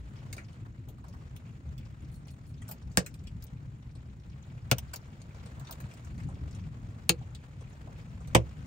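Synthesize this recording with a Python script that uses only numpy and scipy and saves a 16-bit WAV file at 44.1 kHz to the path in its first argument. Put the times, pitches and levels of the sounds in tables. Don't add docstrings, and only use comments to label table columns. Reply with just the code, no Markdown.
import sys
import numpy as np
from scipy import signal
from scipy.fft import rfft, irfft, next_fast_len
from scipy.io import wavfile
from scipy.ndimage import uniform_filter1d

SR = 44100
rng = np.random.default_rng(int(sys.argv[2]) if len(sys.argv) > 2 else 0)


def elevation(decibels):
    levels = np.asarray(decibels, float)
    return 10 ** (levels / 20)


def generate_wav(sig):
    pcm = np.round(np.clip(np.atleast_2d(sig).T, -1, 1) * 32767).astype(np.int16)
    wavfile.write(sys.argv[1], SR, pcm)


N = 381906

# t/s, level/dB
WIND = [(0, -41.5), (1.2, -43.5), (2.6, -43.5), (3.2, -42.5), (5.5, -44.5), (7.5, -44), (8.66, -43)]
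ROLL_S, ROLL_DB, ROLL_RISE_S, ROLL_FALL_S = 6.266, -37, 0.096, 0.45
# f/Hz, relative density/dB per Hz
RUMBLE_SPECTRUM = [(25, -28.5), (40, -25), (62, 3.5), (90, -0.5), (125, 5), (170, -6), (230, -10),
                   (300, -17), (420, -28.5)]
# t/s, relative level/dB
SHOWER = [(0.0, -67), (0.31, -64), (0.48, -65.5), (0.95, -72), (1.15, -67), (2.0, -67), (2.6, -68),
          (2.7, -67.5), (4.22, -69.5), (4.85, -63), (5.04, -65.5), (5.74, -61), (5.96, -63), (7.57, -66.5),
          (7.69, -64), (8.54, -63.5), (8.66, -61)]
# f/Hz, relative density/dB per Hz
RAIN_SPECTRUM = [(200, -13), (500, -5.5), (800, -9.5), (1300, -10), (2000, -13), (3000, -19), (4300, -23),
                 (5600, -27.5), (6500, -27.5), (6950, -24), (7700, -29), (9000, -31), (11500, -45),
                 (16000, -35.5)]
# f/Hz, relative density/dB per Hz
HISS_SPECTRUM = [(1500, -17.5), (3000, -7.5), (5600, 4), (7000, 6.5), (8500, -16.5), (10000, 4),
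                 (11500, -8.5), (13500, -9), (15500, -19)]
HISS_DB, HISS_FOLLOWS = -100, 0.94
# t/s, relative level/dB
JINGLES = [(2.109, -77.5), (2.265, -77.5), (2.452, -80)]
# f/Hz, relative level/dB, T60/s
METAL = [(4250, 6, 0.13), (7100, 3, 0.11), (8500, 3, 0.26), (10230, 15.5, 0.096), (15500, -2, .15)]
# f/Hz, T60/s before each blow's own factor
CABIN = [(300, 0.24), (700, 0.11), (1840, 0.1), (4850, 0.099), (12800, 0.07)]
# t/s, crack level/dB, top-band level/dB, pitch of the struck spot f/Hz, ring level/dB
TICKS = [(0.3278, -39.5, -50, 2190, -43.5), (0.366, -53.5, -62, 650, -53), (0.3802, -55, -70, 1390, -46),
         (0.529, -64.5, -83, 2920, -68), (0.651, -96, -84, 1095, -58), (0.778, -84, -87, 2830, -72),
         (0.886, -58.5, -53.5, 606, -56.5), (1.04, -68, -77, 980, -54.5), (0.982, -69, -77, 1180, -63),
         (1.083, -61.5, -65, 580, -58), (1.137, -69, -73, 1150, -55), (1.175, -73, -80, 1310, -78),
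         (1.363, -55.5, -56, 3340, -59), (1.779, -59, -61, 3450, -59), (1.924, -72, -88, 2000, -68),
         (2.281, -59, -77, 3330, -61), (2.578, -79, -89, 3800, -66), (2.619, -56, -70, 1940, -54.5),
         (2.68, -71, -61, 5500, -57), (2.689, -53, -45, 894, -47), (2.7122, -48, -36, 850, -51),
         (2.9161, -87, -75, 4740, -62.5), (3.062, -42.5, -49, 2480, -45), (3.1407, -53.5, -62, 2420, -56.5),
         (3.238, -64.5, -72, 2840, -83), (3.271, -53, -69, 3300, -54), (3.366, -73, -81, 2670, -73),
         (3.424, -52, -52, 3050, -74), (3.4396, -60, -45.5, 590, -79), (3.467, -59.5, -82, 600, -75),
         (3.952, -61.5, -81, 662, -61.5), (4.7832, -38, -36, 920, -50.5), (4.933, -52.5, -58, 1440, -48),
         (4.9366, -38.5, -43, 947, -45.5), (4.9594, -42, -41, 564, -58), (5.217, -53, -76, 716, -73),
         (5.346, -63, -85, 630, -59), (5.4597, -57, -78, 630, -54), (5.5679, -75, -80, 940, -54.5),
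         (5.596, -55.5, -58, 1030, -58.5), (5.611, -68, -80, 1100, -54), (5.6704, -65, -84, 3640, -54),
         (5.693, -76, -80, 955, -48), (5.71, -46.5, -41, 960, -52), (5.7239, -46, -44, 930, -67),
         (5.8022, -52.5, -55, 1020, -52.5), (5.855, -67, -80, 900, -60), (5.913, -58, -75, 1400, -60),
         (5.9376, -57, -63, 670, -61), (5.974, -62, -72, 1170, -79), (6.047, -58, -70, 1460, -62),
         (6.179, -59, -73, 1230, -59), (6.2, -62, -71.5, 1300, -55), (6.2342, -60, -87, 1330, -60),
         (6.287, -62, -80, 780, -52), (6.5105, -58.5, -76, 705, -67), (6.548, -55, -83, 885, -62),
         (7.212, -70, -83.5, 735, -54.5), (7.3487, -51, -63, 3790, -56.5), (7.6091, -60.5, -84, 647, -56.5),
         (7.8732, -81, -83, 620, -51), (8.205, -62.5, -85, 734, -54), (8.2742, -55.5, -60, 720, -56.5)]
# lower f/Hz, upper f/Hz
TICK_BAND = (2260, 9200)
# lower f/Hz, upper f/Hz
TOP_BAND = (11000, 16500)
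TICK_T60_S = 0.092
SOFT_LONGER = 0.38
SPOT_T60_S, SPOT_DB = 0.036, -2.5
# t/s, blow level/dB, first click over its tail/dB, thud level/dB,
# tail T60 factor, thud T60 factor, nominal lag of the click at 1 kHz/s
STONES = [(2.9722, -13.5, 12.5, -21, 0.92, 1, 0.0024), (4.713, -16.5, 5.5, -21.5, 0.59, 1, 0.0028),
          (7.0925, -13, 7.5, -27, 0.65, 0.81, 0.0042), (8.3482, -12, 6.5, -17.5, 0.72, 1, .003)]
# f/Hz, relative level/dB, T60/s
GLASS = [(67, -4, 0.069), (127, 1, 0.09), (182, -0.5, 0.095), (286, 0.5, 0.033), (360, -4.5, 0.02),
         (484, -7, 0.019)]
# f/Hz, relative level/dB, T60/s before the thud factor
BONNET = [(68, -10, 0.82), (122, 8, 0.11), (175, -4.5, 0.18), (244, -2, 0.069), (327, 0.5, 0.059),
          (418, 0, 0.027), (647, -13, 0.041)]
# f/Hz, relative level/dB, T60/s before the thud factor
ROOF = [(68, -10.5, 0.41), (117.2, -4, 0.22), (171, -2.5, 0.12), (240, -6, 0.1), (334, -2.5, 0.13),
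        (465, -33.5, 0.11), (620, -13, 0.052)]
STRUCK = [GLASS, BONNET, ROOF, ROOF]
# f/Hz, relative gain/dB
SPOTS = [
    [(290, -27), (500, -3.5), (668, -8.5), (807, -9), (933, -14), (1210, -9.5), (1340, -14.5), (1640, -3),
     (2010, -13), (3020, -14.5), (3490, -19), (4530, -13), (7530, -14), (8830, -14.5), (10100, -19.5),
     (11300, -39), (13600, -22.5), (16000, -25)],
    [(290, -30.5), (500, -5.5), (688, -2.5), (974, -12.5), (1360, -2), (1870, -12.5), (2770, -5),
     (3540, -12), (3810, -14), (4090, -14), (5880, -15), (6330, -13), (7100, -17), (8960, -16.5),
     (10400, -21), (11000, -40), (13600, -19.5), (16000, -19.5)],
    [(290, -30.5), (500, -0.5), (586, -19.5), (807, -11.5), (988, -20.5), (1340, -10.5), (1550, -20.5),
     (1670, -13.5), (2010, -19), (2190, -10.5), (2690, -4), (3490, -17), (4340, -5), (5630, -21.5),
     (6700, -8.5), (7980, -21), (9360, -9.5), (10800, -29.5), (14500, -19), (16000, -25.5)],
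    [(290, -24.5), (500, -3), (562, -7), (1060, -8), (1400, -19.5), (2100, -11), (2190, -12), (2980, -13),
     (4030, -25), (4730, -24), (5880, -22), (6330, -20), (7530, -27), (8330, -20.5), (10400, -31),
     (10800, -60), (12900, -32), (16000, -40.5)],
]
# f/Hz, likeness (0-1), phase lead of the right/rad, left over right/dB
CHANNELS = [(60, .99, 0, 1), (200, .94, 0, 1.5), (400, .85, 0, 1.5), (650, .3, .6, 0), (1000, .3, 2.3, 0),
            (1600, .35, 2.8, 0), (2400, .3, 5.4, 1), (4500, .3, 5.3, 1), (5800, .25, 4.9, 5),
            (7200, .45, 5.1, 7), (8500, .7, 6.9, 1), (9600, .8, 8, 0), (10300, .98, 9, 0),
            (11300, 1, 3 * np.pi, 0), (12300, .99, 9.8, 0), (13100, 1, 4 * np.pi, 0)]
# f/Hz, gain/dB
LOW_PASS = [(15750, -0.5), (15950, -20.5), (17000, -33.5)]


def read(points, hz, column=1):
    table = np.transpose(points)
    return np.interp(np.log(hz + 1), np.log(table[0] + 1), table[column])


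def curve(table, column=1):
    return np.interp(np.arange(N) / SR, *np.transpose(table)[[0, column]])


def evened(x):
    return x / np.sqrt(np.mean(x ** 2) + 1e-20)


def peaked(x):
    power = uniform_filter1d((x ** 2).mean(axis=0), size=132)
    return x / np.sqrt(power.max() + 1e-20)


def band(x, lo_hz, hi_hz):
    sections = signal.butter(3, [lo_hz, hi_hz], "bandpass", fs=SR, output="sos")
    return signal.sosfilt(sections, x)


def coloured(x, points):
    size = x.shape[1]
    hz = abs(np.fft.fftfreq(size, 1 / SR))
    log_gain = np.log(elevation(np.maximum(read(points, hz), -60)))
    response = np.exp(np.conj(signal.hilbert(log_gain)))
    return irfft(rfft(x) * response[:size // 2 + 1], size)


def add(mix, s, sound):
    part = mix[:, round(s * SR):][:, :sound.shape[1]]
    part += sound[:, :part.shape[1]]


def noise(points, level_db, lo_hz, hi_hz, patchy_db, flicker_db, size):
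    hop = size // 4
    frames, hz = N // hop + 5, np.fft.rfftfreq(size, 1 / SR)
    re, im = rng.standard_normal((2, 2, frames, len(hz))).swapaxes(2, 3)
    patches = uniform_filter1d(rng.standard_normal((frames, len(hz))), size=6, axis=0)
    patches = evened(uniform_filter1d(patches, size=8, axis=1)).T
    flicker = evened(uniform_filter1d(rng.standard_normal(frames), size=3))
    below = np.maximum(np.log2(points[0][0] / (hz + 1)), 0)
    above = np.maximum(np.log2((hz + 1) / points[-1][0]), 0)
    shape_db = read(points, hz) - 40 * below - 30 * above
    z = (re + 1j * im) * elevation(shape_db[:, None] + patchy_db * patches + flicker_db * flicker)
    x = signal.istft(z, nperseg=size, noverlap=size - hop)[1][:, :N]
    return x / np.std(band(x, lo_hz, hi_hz)) * elevation(level_db)


def storm_db():
    t = np.arange(N) / SR - ROLL_S
    roll = np.exp(-(t / np.where(t < 0, ROLL_RISE_S, ROLL_FALL_S)) ** 2)
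    return 10 * np.log10(elevation(2 * curve(WIND)) + elevation(2 * ROLL_DB) * roll)


def rumble():
    return noise(RUMBLE_SPECTRUM, storm_db(), lo_hz=39.7, hi_hz=298, patchy_db=1.76, flicker_db=1.53, size=2048)


def rain():
    level_db = curve(SHOWER) + 2.5
    return noise(RAIN_SPECTRUM, level_db, lo_hz=466, hi_hz=1730, patchy_db=1.0, flicker_db=2.5, size=512)


def hiss():
    rain_db = curve(SHOWER)
    level_db = HISS_DB + HISS_FOLLOWS * (rain_db - rain_db.mean())
    return noise(HISS_SPECTRUM, level_db, lo_hz=13380, hi_hz=14600, patchy_db=7.0, flicker_db=-3.5, size=256)


def blow(t60_factor, spread_s, direct_db, echo=0.75, size=8192):
    hz, t = np.fft.rfftfreq(size, 1 / SR), np.arange(size) / SR
    path = spread_s * rng.uniform(0.695, 1.4, (4, 2, 1))
    chirp = irfft(np.exp(-4j * np.pi * path * np.sqrt(1000 * hz)).sum(axis=0), size)
    chirp = chirp * np.exp(-t / (0.96 * spread_s))
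    f, frame_s, z = signal.stft(rng.standard_normal((2, size)), SR, nperseg=128)
    decay = elevation(-60 * frame_s / (t60_factor * read(CABIN, f))[:, None])
    tail = signal.istft(z * decay, SR, nperseg=128)[1][:, :size]
    tail = tail * (1 - np.exp(-t / 0.00048))
    tail = irfft(rfft(tail) * np.exp(-4j * np.pi * 0.6164 * spread_s * np.sqrt(1000 * hz)), size)
    sound = elevation(direct_db) * peaked(chirp) + peaked(tail)
    late = rng.integers(5, 22)
    sound[:, late:] += echo * sound[:, :-late]
    return sound


def ringing(modes, rise_s, far_db, size=8192):
    t, out = np.arange(size) / SR, 0
    for hz, db, t60 in modes:
        split_hz = hz * (1 + rng.normal(0, .015, (3, 1, 1)))
        waves = np.sin(2 * np.pi * (split_hz * t + rng.random((3, 2, 1))))
        out = out + elevation(db - 60 * t / t60) * waves.sum(axis=0)
    return peaked(out * (1 - np.exp(-t / rise_s))) * elevation(np.array([[0], [far_db]]))


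def patter(per_s=80, spread_db=9.0, level_db=-4.0):
    strength = elevation(spread_db * np.minimum(rng.exponential(1, N), 2))
    strength = strength * (rng.random(N) < per_s / SR)
    kind, mix = rng.integers(0, 12, N), np.zeros((2, N))
    for k, hz in enumerate(np.geomspace(700, 5000, num=12)):
        drop = band(blow(0.8, 0.00033, -23.0, size=4096), hz / 2.0, hz * 1.5)
        drop = peaked(drop) * (700 / hz) ** 0.2
        mix += signal.oaconvolve((strength * (kind == k))[None], drop, axes=1)[:, :N]
    return evened(mix) * elevation(level_db + curve(SHOWER))


def jingles():
    mix = np.zeros((2, N))
    for s, db in JINGLES:
        for late_s, less_db in rng.random((6, 2)) * (.05, 8):
            ring = ringing(METAL, 0.00077, far_db=0, size=4096)
            add(mix, s + late_s, elevation(db - less_db + 16.0) * ring)
            touch = band(blow(0.55, 0.00053, -1, size=4096), 3000, 16000)
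            add(mix, s + late_s, elevation(db - less_db + 13.0) * peaked(touch))
    return mix


def ticks():
    mix = np.zeros((2, N))
    for s, crack_db, top_db, hz, ring_db in TICKS:
        longer = elevation(SOFT_LONGER * np.clip(ring_db - crack_db, -12, 12))
        x = blow(TICK_T60_S * longer / read(CABIN, 6500), 0.001116, 0.49, size=3072)
        for db, edges in (crack_db, TICK_BAND), (top_db, TOP_BAND), (ring_db, (hz / 1.63, hz * 1.61)):
            add(mix, s, elevation(db) * peaked(band(x, *edges)))
        modes = [(hz, 0, SPOT_T60_S), (hz * 1.66, -5.0, SPOT_T60_S)]
        add(mix, s, elevation(ring_db + SPOT_DB) * ringing(modes, 0.0018, far_db=3.0, size=3072))
    return mix


def stones():
    mix = np.zeros((2, N))
    for stone, modes, colour in zip(STONES, STRUCK, SPOTS):
        s, blow_db, direct_db, thud_db, tail, ring, lag_s = stone
        crack = coloured(blow(tail, lag_s, direct_db, echo=0.047), colour)
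        add(mix, s, elevation(blow_db) * peaked(crack))
        thud = ringing(np.array(modes) * (1, 1, ring), 0.004, far_db=9, size=16384)
        add(mix, s + .003, elevation(thud_db) * thud)
    return mix


def scene():
    return rumble() + rain() + hiss() + patter() + jingles() + ticks() + stones()


def band_limit(x):
    return signal.sosfilt(signal.butter(12, 17150, fs=SR, output="sos"), x)


def record(dry):
    size = next_fast_len(N + 4096)
    hz = np.fft.rfftfreq(size, 1 / SR)
    left, other = rfft(dry, size) * elevation(read(LOW_PASS, hz))
    same = np.clip(read(CHANNELS, hz), 0, 1)
    turn = np.exp(1j * read(CHANNELS, hz, column=2))
    right = same * turn * left + np.sqrt(1 - same ** 2) * other
    balance = elevation(read(CHANNELS, hz, column=3) / 2)
    stereo = irfft(np.array([left * balance, right / balance]), size)[:, :N]
    return band_limit(stereo)


dry = scene()
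out = record(dry)
generate_wav(out)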